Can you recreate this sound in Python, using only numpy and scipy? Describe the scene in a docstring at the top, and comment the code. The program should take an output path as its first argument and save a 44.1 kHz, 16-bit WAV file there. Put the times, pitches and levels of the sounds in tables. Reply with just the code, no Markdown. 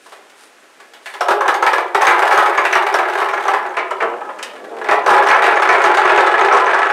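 """A thin plastic tray crinkles and clicks as hollow plastic balls tip out of it into a wooden draw drum.
The balls knock on the wood, clack together and ping. The hatch bangs shut, its hinge groans, a ball rocks
and the latch clicks. The drum groans on its axle as it starts to turn, and the balls roll and tumble
inside, slowly losing their highest treble. A small room echoes the blows over a soft, steady hush."""
import sys
import numpy as np
from scipy import signal
from scipy.fft import rfft, irfft, next_fast_len
from scipy.io import wavfile
from scipy.ndimage import uniform_filter1d, minimum_filter1d

SR = 44100
rng = np.random.default_rng(int(sys.argv[2]) if len(sys.argv) > 2 else 0)


def unload_audio(sound):
    """Save the sound as a 16-bit wav file, at the path given as the first command line argument."""
    columns = np.transpose(np.atleast_2d(sound))
    # keep every value between -1 and 1, then stretch to whole-number steps
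    steps = np.round(np.clip(columns, -1, 1) * 32767)
    wavfile.write(sys.argv[1], SR, steps.astype(np.int16))


N = 305568


# Hard blows as the balls drop from the tray, and later from the turning walls.
# start_s, force_db, clack_db, tick_db (clack and tick are added to the force)
BALL_BLOWS = [(1.208, 0.5, -16.5, -25.5), (1.284, 1.5, -21, -25.5), (1.307, 3, -17, -26.5),
              (1.408, 0.5, -28, -31), (1.457, -3.5, -30, -34), (1.48, 5, -15, -26),
              (1.542, -6.5, -11.5, -20.5), (1.625, 3.5, -14, -29), (1.664, 1.5, -9, -23),
              (1.732, -0.5, -12.5, -23.5), (1.781, -2.5, -12.5, -27.5), (1.947, 3, -11.5, -25.5),
              (2.019, 2, -13.5, -24), (2.069, 4.5, -8, -21.5), (2.11, 2, -26, -31), (2.226, 1, -13, -30.5),
              (2.323, 3, -13, -26), (2.376, 7, -15.5, -26.5), (2.459, -1.5, -12, -26.5),
              (2.577, 0.5, -9, -28.5), (2.651, -0.5, -8, -24.5), (2.727, -8, -5, -15.5),
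              (2.754, 3, -10, -26.5), (2.865, -6.5, -9.5, -27), (2.941, 2, -16.5, -24.5),
              (2.987, -3, -11, -29), (3.098, -10.5, -9.5, -26), (3.215, -4, -11, -30),
              (3.286, -7.5, -10.5, -29), (3.335, -4.5, -12.5, -35), (3.453, -6.5, -16, -31),
              (3.481, -1.5, -12, -27), (3.536, -1.5, -13, -29), (4.887, -4, -8.5, -27),
              (4.912, 4, -10.5, -29), (5.062, -0.5, -12.5, -24.5), (5.079, 3.5, -33, -29),
              (5.104, 8.5, -28, -29), (5.165, -2.5, -11, -29), (5.287, -4.5, -9.5, -21.5),
              (5.302, 4, -9.5, -27.5), (5.44, -1.5, -9.5, -24.5), (5.477, 0.5, -28, -34),
              (5.69, 1.5, -8.5, -26.5), (5.747, 1.5, -12, -46), (5.84, -0.5, -11, -22),
              (5.971, -1.5, -11.5, -22.5), (6.054, -11.5, -6, -22), (6.092, 0, -12.5, -36),
              (6.176, 2, -9, -29), (6.411, 1, -14, -32), (6.526, 1.5, -14.5, -29.5), (6.545, -8, -13, -27)]
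def falling_balls():
    """Balls hit the wood and each other; once the hatch shuts, one rocks in three growing knocks."""
    rocking = [(4.133 + k * 0.0785, -14 + k * 1.5, -23, -51) for k in range(3)]
    return blows(BALL_BLOWS + rocking, knock_db=-5.5, clack_db=-1.5, tick_db=-1.5,
                 knock_s=0.083, clack_s=0.075, tick_s=0.12,
                 rise_s=0.0019, tick_rise_s=0.00039, snap=0.17, tick_snap=0.17, contrast=1.96)


def blows(rows, knock_db, clack_db, tick_db, knock_s, clack_s, tick_s,
          rise_s, tick_rise_s, snap, tick_snap, contrast=1):
    """Each blow shakes the panels (knock), the hollow shells (clack) and the spot it hits (tick)."""
    knocks, clacks, ticks = np.zeros((3, N))
    usual_clack = np.median([clack for _, _, clack, _ in rows])
    for start_s, force, clack, tick in rows:
        # ball on wood hardly clacks, ball on ball does
        hardness = usual_clack + contrast * (clack - usual_clack)
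        add(knocks, start_s, amp(force + knock_db) * burst(knock_s, rise_s, snap))
        add(clacks, start_s, amp(force + hardness + clack_db) * burst(clack_s, rise_s, snap))
        add(ticks, start_s, amp(force + tick + tick_db) * burst(tick_s, tick_rise_s, tick_snap))
    return np.array([knocks, clacks, ticks])


def burst(ring_s, rise_s, snap, size=6144):
    """One contact: a sharp snap, then jumbled waves that build up and fade by 60 dB in ring_s."""
    t = np.arange(size) / SR
    fade = amp(-60 * t / ring_s) * (1 - np.exp(-t / rise_s))
    waves = unit_level(rng.standard_normal(size) * fade) * np.sqrt(np.mean(fade ** 2))
    waves[0] += snap * np.linalg.norm(fade)
    return waves


# How hard the heap is stirred as it fills, settles, then tumbles: time_s, level_db
STIRRING = [(0.95, -53), (1.15, -38), (1.45, -36), (1.8, -25), (1.929, -34), (2.02, -13), (2.42, -13),
            (2.55, -19), (3.2, -18), (3.66, -20.5), (3.78, -37), (4.76, -37), (4.82, -22), (5.03, -30),
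            (5.12, -12.5), (5.9, -12.5), (6.699, -13.5), (6.93, -17)]
TICK_SLOPE = 0.88  # dB of tick for each dB of stirring
def jostling_heap(per_s=70, spread_db=8.5):
    """Light bumps of uneven strength and tone fill the gaps between the hard blows."""
    parts = np.zeros((3, N))
    part_spreads_db = (7.5, 7.5, 13)  # knock, clack, tick
    for k, (late, strength, *shares) in enumerate(rng.random((900, 5))):
        bump = amp(spread_db * strength) * burst(ring_s=0.06, rise_s=0.0005, snap=0.56, size=2048)
        for part, share, range_db in zip(parts, shares, part_spreads_db):
            add(part, (k + 2 * late) / per_s, amp(range_db * share) * bump)
    stir_db = over_time(STIRRING)
    return unit_level(parts) * amp([stir_db - 4, stir_db - 9, TICK_SLOPE * stir_db - 27])


# The tones of one hollow ball: pitch_ratio, level_db
SHELL_TONES = [(1, 3), (1.07, -3.5), (1.42, -13.5), (1.72, -26), (2.02, -20)]
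def shell_pings(light_count=420, middle_hz=6045, ring_s=0.0086, spread_db=14):
    """At hard blows and light touches a ball pings at its own pitch; the spot hit favours some tones."""
    times_s, stir_db = np.transpose(STIRRING)
    when, strength = rng.random((light_count, 2)).T
    light_s = times_s[0] + (times_s[-1] - times_s[0]) * when
    light_db = TICK_SLOPE * np.interp(light_s, times_s, stir_db) - 7 + 20 * (strength - 1)
    hits = [(start_s, force + tick + 13.5) for start_s, force, _, tick in BALL_BLOWS]
    hits += zip(light_s, light_db)
    pitches_hz = middle_hz * (1 + 0.1 * rng.uniform(-1.08, 1, len(hits)))
    out, t = np.zeros(N), np.arange(2048) / SR
    swell = 1 - np.exp(-t / 0.0009)
    for (start_s, level_db), pitch_hz in zip(hits, pitches_hz):
        spot_db = spread_db * (rng.random(len(SHELL_TONES)) - 1)
        ping = sum(amp(tone_db + cut_db) * np.sin(2 * np.pi * pitch_hz * ratio * t)
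                   for (ratio, tone_db), cut_db in zip(SHELL_TONES, spot_db))
        add(out, start_s, amp(level_db - 60 * t / ring_s) * swell * ping)
    return out


# The tone of each part of a blow: pitch_hz, level_db
KNOCK_TONE = [(100, -44), (200, -42.5), (280, -25), (345, -7.5), (480, -5), (600, -3), (800, 0.5), (930, 0),
              (1300, 0.5), (1650, -3.5), (1900, -14.5), (3000, -20), (8000, -75.5)]
CLACK_TONE = [(150, -97), (500, -80.5), (1400, 1.5), (1750, 3.5), (2300, 2.5), (2700, -4.5), (3200, -15.5),
              (3800, -18.5), (4600, -20.5), (8000, -39), (16000, -85)]
TICK_TONE = [(150, -97), (1000, -88), (2800, 10.5), (4500, 5), (6000, -0.5), (7200, -2), (8500, -1.5),
             (10500, -6.5), (13000, -10), (16000, -19)]
# Pitches at which the wooden drum rings: pitch_hz, width_hz, boost_db
DRUM_RINGS = [(361.6, 10.8, 8.5), (399.1, 22.3, 11), (460, 37, 2), (544, 15, 5), (680, 36, 4.5),
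              (770, 35, 3), (747, 23, 0), (843, 35.4, 10), (1013, 28, 8), (1128, 66, 3.5), (1210, 13, 0.5),
              (1270, 41, 4.5), (1325, 42, 2.5), (1583, 48, 2), (1694, 73, 6), (1645, 37, -12),
              (1950, 57, 6), (1993, 34, 2), (2240, 180, 2.5), (2495, 65, 3), (2800, 210, 0.5),
              (3630, 530, 2), (8330, 360, 2.5)]
def wooden_body(parts, rings=DRUM_RINGS, tick_tone=TICK_TONE):
    """Knock, clack and tick all ring the same wood: the drum, unless other rings are given."""
    tones = (KNOCK_TONE, CLACK_TONE, tick_tone)
    return sum(colour(part, tone, rings) for part, tone in zip(parts, tones))


# How the shut hatch changes the sound from inside: pitch_hz, gain_db
SHUT_TONE = [(3000, 2.5), (6000, 2), (8500, 0), (11000, -4.5), (13000, -10), (16000, -13)]
def behind_hatch(sound, start_s=4.3, change_s=2.03):
    """Behind the shut hatch the highest treble slowly dulls, while the rest grows a little louder."""
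    size = next_fast_len(N)
    gain = amp(at_pitch(SHUT_TONE, np.fft.rfftfreq(size, 1 / SR)))
    dull = irfft(rfft(sound, size) * gain, size)[:N]
    blend = np.clip((np.arange(N) / SR - start_s) / change_s, 0, 1)
    return sound + blend * (dull - sound)


# The hatch shutting and latching: start_s, force_db, clack_db, tick_db
HATCH_BLOWS = [(3.767, -1, -9.5, -42), (3.784, -6, -5, -42), (3.907, -3.5, -15.5, -38),
               (4.003, -3.5, -8.5, -47.5), (4.022, 2, -23, -46), (4.387, -17.5, -7, -28),
               (4.427, -18.5, -3, -11.5)]
# Pitches at which the hatch rings: pitch_hz, width_hz, boost_db
HATCH_RINGS = [(401, 21, 12.5), (435, 12, 6), (493, 20, 6), (645, 49, 7), (715, 33, -11), (844, 45, 3.5),
               (977, 44, 9), (1230, 75, 4.5), (1600, 110, 0), (2420, 110, 0), (3000, 180, 2)]
# The tone of the ticks of the hatch and its catch: pitch_hz, level_db
LATCH_TONE = [(150, -60), (1000, -29), (2900, 5.5), (4500, -1.5), (6000, -1), (8500, -4), (10500, -11.5),
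              (13000, -20), (16000, -34)]
def hatch():
    """The hatch bangs shut, then its catch clicks."""
    parts = blows(HATCH_BLOWS, knock_db=-9.5, clack_db=-1, tick_db=10,
                  knock_s=0.12, clack_s=0.088, tick_s=0.065,
                  rise_s=0.0044, tick_rise_s=0.0009, snap=0.14, tick_snap=0.17)
    return wooden_body(parts, HATCH_RINGS, LATCH_TONE)


# Light blows as the tray tips: start_s, force_db, clack_db, tick_db
TRAY_BLOWS = [(0.061, -22, -23, -24), (0.122, -17.5, -18, -23.5), (0.298, -36.5, -7, -9),
              (0.398, -28.5, -27.5, -29), (0.432, -45, -12, -11), (0.634, -38, -14, -17.5),
              (0.801, -22.5, -14, -21), (0.936, -22.5, -14.5, -16.5), (1.059, -16, -6.5, -15),
              (1.139, -13.5, -15, -21)]
def tipping_tray():
    """Balls click in the tipping tray and ring the drum."""
    parts = blows(TRAY_BLOWS, knock_db=-14, clack_db=-5.5, tick_db=-0.5,
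                  knock_s=0.11, clack_s=0.22, tick_s=0.11,
                  rise_s=0.0017, tick_rise_s=0.0011, snap=0.32, tick_snap=0.32)
    return wooden_body(parts)


# The hinge groans, then the axle: start_s, length_s, first_slips_per_s, last_slips_per_s, level_db
GROANS = [(4.006, 0.176, 111, 121, -20.5), (4.706, 0.26, 117, 97, -25.5), (4.894, 0.123, 101, 110, -17.5)]
# The tone of a groan: pitch_hz, level_db
GROAN_TONE = [(100, -63), (210, -35), (320, -21), (400, 6), (480, -1.5), (545, -23), (605, 2.5), (680, -3),
              (1100, -13), (2000, -44), (5000, -70)]
def groans(jitter=0.011, attack_s=0.027, release_s=0.029, fade_db_per_s=49):
    """A dry bearing sticks and slips almost evenly, so the wood groans at a sliding pitch."""
    out = np.zeros(N)
    for start_s, length_s, first_hz, last_hz, level_db in GROANS:
        t = np.arange(0, length_s, 1 / SR)
        waver = unit_level(uniform_filter1d(rng.standard_normal(SR), size=400))[:len(t)]
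        slip_hz = np.linspace(first_hz, last_hz, len(t)) * (1 + jitter * waver)
        cycles = np.cumsum(slip_hz) / SR
        slips = sum(np.cos(2 * np.pi * k * cycles) for k in range(1, 16))
        groan = unit_level(colour(slips, GROAN_TONE)[:len(t)])
        grip = np.minimum(t / attack_s, 1) * np.minimum((length_s - t) / release_s, 1)
        add(out, start_s, groan * grip * amp(level_db - fade_db_per_s * t))
    return out


# How loudly the balls roll: time_s, level_db
ROLL_LEVEL = [(1.1, -72), (2.0, -61), (3.6, -43), (3.98, -53), (4.04, -32), (4.22, -46.5), (4.75, -36.5),
              (5.1, -39.5)]
# The tone of rolling: pitch_hz, level_db
ROLL_TONE = [(80, -35), (170, -14), (210, -9.5), (280, -0.5), (400, 7.5), (560, 4.5), (720, 6), (1200, -31),
             (4000, -55)]
# Pitches at which the panels ring under the balls: pitch_hz, width_hz, boost_db
PANEL_RINGS = [(223, 16, 10), (562, 110, 6)]
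def rolling():
    """Balls running over wood make a low rumble."""
    return amp(over_time(ROLL_LEVEL)) * colour(rng.standard_normal(N), ROLL_TONE, PANEL_RINGS)


# The tray bending in the hand: start_s, length_s, level_db
TRAY_BENDS = [(0, 0.2, -51.5), (0.35, 0.14, -49), (1.015, 0.19, -48)]
# The tone of the crinkles: pitch_hz, level_db
CRINKLE_TONE = [(300, -22), (1500, -2), (3500, -2), (5200, -3), (7000, -6), (9000, -0.5), (11000, -9),
                (16000, -27)]
def tray_crinkle(per_s=1600):
    """Tiny crackles of thin plastic swell and fade with each bend."""
    bend = np.zeros(N)
    for start_s, length_s, level_db in TRAY_BENDS:
        t = np.arange(0, length_s, 1 / SR)
        add(bend, start_s, amp(level_db) * np.sin(np.pi * t / length_s))
    crackles = rng.standard_normal(N) * (rng.random(N) < per_s / SR)
    return bend * colour(unit_level(crackles), CRINKLE_TONE)


# How long the room's echo takes to fade by 60 dB: pitch_hz, fade_s
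ROOM_FADE = [(200, 0.94), (500, 0.82), (1400, 0.45), (3500, 0.39), (7000, 0.18), (14000, 0.31)]
def room(sound, echo_db=-4, build_s=0.0059, patterns=6):
    """Echoes build up quickly and the bass lasts longest; several patterns take turns to stay smooth."""
    t, echoes = np.arange(N) / SR, np.zeros(N)
    size = SR // 2
    for k in range(patterns):
        hz, age_s, noise = signal.stft(rng.standard_normal(size), SR, nperseg=256)
        fade = amp(-60 * age_s / at_pitch(ROOM_FADE, hz)[:, None])
        tail = signal.istft(noise * fade, SR, nperseg=256)[1][:size]
        tail *= 1 - np.exp(-(t[:size] / build_s) ** 2)
        turn = np.minimum((t * 20 + k) % patterns, 2)  # the patterns take turns, 20 a second
        echoes += ring(sound * np.sin(np.pi * turn / 2), tail)
    return sound + amp(echo_db) * echoes


# The tone of the quiet room: pitch_hz, level_db
HUSH_TONE = [(30, -32), (120, -21), (210, -5.5), (330, 2), (420, 3.5), (600, 2), (900, -8.5), (1400, 0.5),
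             (2500, -3.5), (4500, -11), (8300, -12.5), (12000, -21), (15500, -35)]
def room_hush(level_db=-49):
    """Soft, steady noise fills the room."""
    return amp(level_db) * colour(rng.standard_normal(N), HUSH_TONE)


def amp(db):
    """Turns decibels into a gain."""
    return 10 ** (np.asarray(db) / 20)


def unit_level(sound):
    """Scales a sound to an average (rms) level of one."""
    return sound / np.sqrt(np.mean(sound ** 2) + 1e-20)


def at_pitch(table, hz):
    """Looks up a table between its pitches, giving each octave equal room."""
    pitches_hz, values = np.transpose(table)
    return np.interp(np.log(hz + 1), np.log(pitches_hz + 1), values)


def over_time(table):
    """Joins a table's points into one value for each sample."""
    return np.interp(np.arange(N) / SR, *np.transpose(table))


def add(mix, start_s, sound):
    """Mixes a sound in at its start time."""
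    part = mix[max(round(start_s * SR), 0):][:len(sound)]
    part += sound[:len(part)]


def ring(sound, tail):
    """Gives every sample a ringing tail, scaled to an energy of one."""
    return signal.oaconvolve(sound, tail / np.linalg.norm(tail))[:N]


def colour(sound, tone, rings=(), size=8192):
    """Gives a sound a broad tone, plus pitches that ring on after each hit."""
    hz = abs(np.fft.fftfreq(size, 1 / SR))
    boost = sum((amp(db) ** 2 - 1) / (1 + (2 * (hz - pitch) / width) ** 2) for pitch, width, db in rings)
    log_gain = np.log(amp(at_pitch(tone, hz))) + np.log(np.maximum(1 + boost, 0.5)) / 2
    spectrum = np.exp(np.conj(signal.hilbert(log_gain)))  # nothing rings before the hit
    return ring(sound, np.fft.ifft(spectrum).real[:size // 2])


def scene():
    """Balls, tray and hatch echo in the room; the groans and the hush are added on top."""
    tray = tipping_tray()
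    balls = wooden_body(falling_balls() + jostling_heap())
    shutting = hatch()
    inside = behind_hatch(balls + shell_pings()) + rolling()
    outside = tray + shutting + tray_crinkle()
    hush = room_hush()
    return (room(inside + outside) + groans() + hush)[None]


def record(dry, bass_cut_hz=25, ceiling_db=-1.6, top_hz=15850):
    """Cuts the deepest bass, turns loud peaks down for a moment and removes the very highest treble."""
    thin = signal.sosfilt(signal.butter(1, bass_cut_hz, "high", fs=SR, output="sos"), dry)
    peak_gain = np.minimum(1, amp(ceiling_db) / (abs(thin) + 1e-9))
    smooth_gain = uniform_filter1d(minimum_filter1d(peak_gain, size=80), size=80)
    treble_cut = signal.firwin(511, top_hz, window=("kaiser", 9), fs=SR)
    return signal.oaconvolve(thin * smooth_gain, treble_cut[None], "same")


dry = scene()
out = record(dry)
unload_audio(out)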